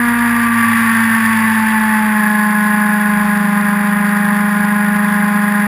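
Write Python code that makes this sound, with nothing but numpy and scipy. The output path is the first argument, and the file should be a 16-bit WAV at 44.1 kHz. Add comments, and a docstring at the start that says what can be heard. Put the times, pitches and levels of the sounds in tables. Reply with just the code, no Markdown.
"""A model helicopter in flight, heard from the microphone of a small camera on its own frame.
From the start the two-stroke engine buzzes close by, with exhaust rasp, blade swish and rotor wash around it.
It sags from 239 to about 207 turns a second; from two seconds on, the geared main rotor shakes the buzz.
Throughout, the camera's coarse sampling adds a thin fizz on top."""
import sys
import numpy as np
from scipy import signal
from scipy.fft import rfft, irfft
from scipy.io import wavfile

SR = 44100
rng = np.random.default_rng(int(sys.argv[2]) if len(sys.argv) > 2 else 0)


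def wav_out(sig):
    """Save sig, one row per channel (or a flat mono array), as 16-bit PCM at SR to the path in sys.argv[1]."""
    wavfile.write(sys.argv[1], SR, np.round(np.clip(np.atleast_2d(sig).T, -1, 1) * 32767).astype(np.int16))


N = 250044
TIME, BINS = np.arange(N) / SR, np.fft.rfftfreq(N, 1 / SR)

# engine speed, one firing per turn: time_s, firing_hz
ENGINE_SPEED = [(0.0, 238.9), (0.35, 235.7), (0.55, 232.3), (1.0, 226.8), (1.4, 222.4), (1.95, 216.2),
                (2.25, 211.5), (2.5, 210.7), (2.9, 209.7), (3.3, 207.6), (3.55, 205.9), (4.05, 205.8),
                (4.35, 206.5), (5.0, 207.3), (5.67, 206.5)]


def exhaust_note(turns, fundamental_db=-15, overtone_trim_db=-0.33, smear=.37, flutter=.11):
    """The firing pulses buzz as twelve engine orders; each rotor turn sways their strength and timing."""
    firing_hz = curve(ENGINE_SPEED)
    gains = [gain_of(fundamental_db)]
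    gains += [gain_of(overtone_trim_db) * exhaust_resonance(order * firing_hz) for order in range(2, 13)]
    sway = rotor_shake(turns, firing_hz)
    jitter_turns = .003 * drift(35)  # ignition comes a little early or late
    buzz = np.zeros(N)
    for order, gain in enumerate(gains, 1):
        # turbulent air blurs the higher orders most
        blur = 1 + flutter * min(order / 5, 1) * (drift(45) + 1j * drift(45))
        shaken = 1 + (sway if order == 1 else 0.53 * sway * np.exp(1j * order * 1.44))
        phase = order * (turns + jitter_turns) - smear * order ** 2 / 2  # the muffler smears each pulse
        buzz += gain * (blur * shaken * np.exp(2j * np.pi * phase)).real
    return np.sqrt(2) * buzz


def exhaust_resonance(hz):
    """Gain of muffler and tuned pipe at this frequency: their resonances add in power."""
    # muffler resonances that the low orders slide through: centre_hz, half_width_hz, level_db
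    muffler = [(408, 36, -37.6), (477, 14, -37.5), (622, 42, -34.7), (716, 22, -35.5), (838, 34, -27.5),
               (869, 30, -22.2), (953, 15, -25.5), (1053, 35, -23.8), (1122, 24, -24), (1163, 25, -20),
               (1197, 14, -27)]
    # tuned pipe resonances that make the high orders whine: centre_hz, half_width_hz, level_db
    pipe = [(1234, 22, -33.5), (1362, 24, -31), (1428, 18, -31), (1465, 34, -26.5), (1590, 24, -28),
            (1688, 38, -21.3), (1745, 28, -26), (1803, 30, -23.3), (1855, 22, -35), (1965, 45, -30.5),
            (2150, 400, -39.5)]
    grid_hz = np.arange(6000.)
    power = sum(gain_of(db) ** 2 / (1 + ((grid_hz - centre) / width) ** 2) ** 3
                for centre, width, db in muffler + pipe)
    return np.interp(hz, grid_hz, np.sqrt(power))


def rotor_shake(turns, firing_hz, fast_depth=0.047, slow_depth=0.48, onset_hz=210.3, width_hz=2.2):
    """The main rotor shakes the frame harder as the engine slows past onset_hz."""
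    rotor = rotor_angle(turns)
    # the real part sways strength, the imaginary part timing
    sway = np.cos(rotor) - 0.78j * np.sin(rotor - 0.71) + 0.084 * np.exp(-2j * rotor)
    depth = fast_depth + (slow_depth - fast_depth) / (1 + np.exp((firing_hz - onset_hz) / width_hz))
    return sway * depth * (1 + 0.21 * drift(15))


def exhaust_rasp(turns, base_db=-17.5, echo=0.22, edge_hz=1950):
    """A puff of gas at each firing echoes in the tuned pipe one engine turn later."""
    # spectrum of the rasp: frequency_hz, relative_db
    rasp_spectrum = [(30, -34), (300, -23.5), (520, -22), (750, -20), (860, -6.5), (950, -7), (1080, -1.5),
                     (1330, -9), (1520, -2.5), (1700, 2.5), (1910, -1), (2200, -10), (2600, -14.5),
                     (3050, -23.5), (3400, -34), (3900, -45)]
    gas = rng.standard_normal(N)
    earlier = [np.interp(turns - k, turns, np.arange(N)).round().astype(int) for k in range(4)]
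    piped = sum(echo ** k * gas[at] * (at > 0) for k, at in enumerate(earlier))
    chop = 1 + 0.075 * np.cos(2 * rotor_angle(turns))  # each blade sweeps over the outlet
    puffs = 1 + 0.18 * np.cos(2 * np.pi * turns)
    rasp = coloured(piped * chop * puffs, rasp_spectrum)
    effort_db = engine_effort()
    edge = irfft(rfft(rasp) / (1 + (edge_hz / (BINS + 1)) ** 12), N)  # treble grows with hard running
    rasp += edge * (gain_of(1.2 * (effort_db - effort_db.mean())) - 1)
    return gain_of(base_db + effort_db) * rasp


def blade_swish(turns, base_db=-36.5, spit_turns=0.13):
    """Hiss swells as each of the two blades passes, and spits briefly at every firing."""
    # spectrum of the swish inside the camera case: frequency_hz, relative_db
    swish_spectrum = [(2400, -22.5), (3130, -5.5), (3380, 1.5), (3580, -4), (3760, -3), (4130, -14),
                      (4560, -4.5), (4930, -3.5), (5220, -16), (5480, -10), (5750, -18.5), (6000, -24)]
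    rotor = rotor_angle(turns)
    swell = np.exp(0.28 * np.cos(2 * rotor) + 0.095 * np.cos(rotor) + 0.11 * drift(36))
    spit = 1 + 0.66 * np.exp(-(turns % 1) / spit_turns + .5 * drift(100))
    hiss = coloured(rng.standard_normal(N) * swell * spit, swish_spectrum)
    return gain_of(base_db + 1.37 * engine_effort()) * hiss


def rotor_rumble(turns, tail_gear=.472, wash_db=-36):
    """The main blades thump as they pass, the tail rotor drones, and turbulent wash hits the case."""
    # thump of the main blades: time_s, level_db
    thump_levels = [(0, -42), (.25, -40.5), (.5, -47), (1.4, -56), (2.05, -40.5), (2.25, -55), (3, -49),
                    (5.67, -51)]
    # drone of the tail rotor: time_s, level_db
    drone_levels = [(0, -37), (.75, -31.7), (1.4, -35), (2.05, -43.5), (2.2, -51), (3, -51.5),
                    (5.67, -45.5)]
    # spectrum of the wash at the microphone: frequency_hz, relative_db
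    wash_spectrum = [(22, -38), (50, -24), (80, -7), (140, -4), (185, 6.5), (240, 6), (290, -8),
                     (420, -23.5), (800, -49)]
    thump = np.cos(2 * rotor_angle(turns) + 0.53 * drift(6.9)) * (1 + 0.44 * drift(4.6))
    drone = np.cos(2 * np.pi * tail_gear * turns + 0.12 * drift(2.4)) * (1 + 0.25 * drift(17))
    wash = coloured(rng.standard_normal(N), wash_spectrum)
    return (gain_of(curve(thump_levels)) * evened(thump)
            + gain_of(curve(drone_levels)) * evened(drone)
            + gain_of(wash_db) * wash)


def engine_effort(dip_s=0.499, dip_width_s=0.011, dip_db=-3.6):
    """How hard the engine works, in dB, with one brief dip; rasp and swish follow it."""
    # slow course of the effort: time_s, effort_db
    effort = [(0, -1), (.3, -0.4), (.75, 1), (1.4, 0.33), (2.1, -0.94), (2.5, -2), (4.4, -2.5),
              (5.67, -2.5)]
    return curve(effort) + dip_db * np.exp(-((TIME - dip_s) / dip_width_s) ** 2)


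def rotor_angle(turns, gear=.1218, start_turns=.45):
    """The main rotor follows the crankshaft through its gear, in radians."""
    return 2 * np.pi * (start_turns + gear * turns)


def gain_of(db):
    """Decibels to a factor."""
    return 10 ** (np.asarray(db) / 20)


def evened(x):
    """Scales to rms 1."""
    return x / np.sqrt(np.mean(x ** 2) + 1e-20)


def curve(rows):
    """Rows of time and value as a value for every sample."""
    return np.interp(TIME, *np.transpose(rows))


def coloured(x, spectrum):
    """Filters x by the spectrum, at rms 1."""
    hz, db = np.transpose(spectrum)
    response = gain_of(np.interp(np.log(BINS + 1), np.log(hz), db))
    return evened(irfft(rfft(x) * response, N))


def drift(rate_hz):
    """Random wavering, mostly slower than rate_hz, at rms 1."""
    return evened(irfft(rfft(rng.standard_normal(N)) / (1 + (BINS / rate_hz) ** 2), N))


def scene(fade_s=.002):
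    """One crankshaft drives engine and rotors, all at arm's length or less from the microphone."""
    turns = np.cumsum(curve(ENGINE_SPEED)) / SR
    helicopter = exhaust_note(turns) + exhaust_rasp(turns) + blade_swish(turns) + rotor_rumble(turns)
    from_end_s = np.minimum(TIME, TIME[::-1])
    fade = np.sin(np.pi / 2 * np.minimum(from_end_s / fade_s, 1)) ** 2
    return (fade * helicopter)[None]


def record(dry, hold_hz=12000, cutoff_hz=15220):
    """The camera holds each coarse sample, mirroring the sound around hold_hz, then cuts the top."""
    narrow = irfft(rfft(dry) * (BINS < hold_hz / 2), N)
    mirrored = narrow * (1 + 2 * np.cos(2 * np.pi * hold_hz * TIME))
    held = irfft(rfft(mirrored) * np.sinc(BINS / hold_hz), N)
    band_limit = signal.firwin(511, cutoff_hz, window=("kaiser", 9), fs=SR)
    return signal.oaconvolve(held, band_limit[None], "same")


dry = scene()
out = record(dry)
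wav_out(out)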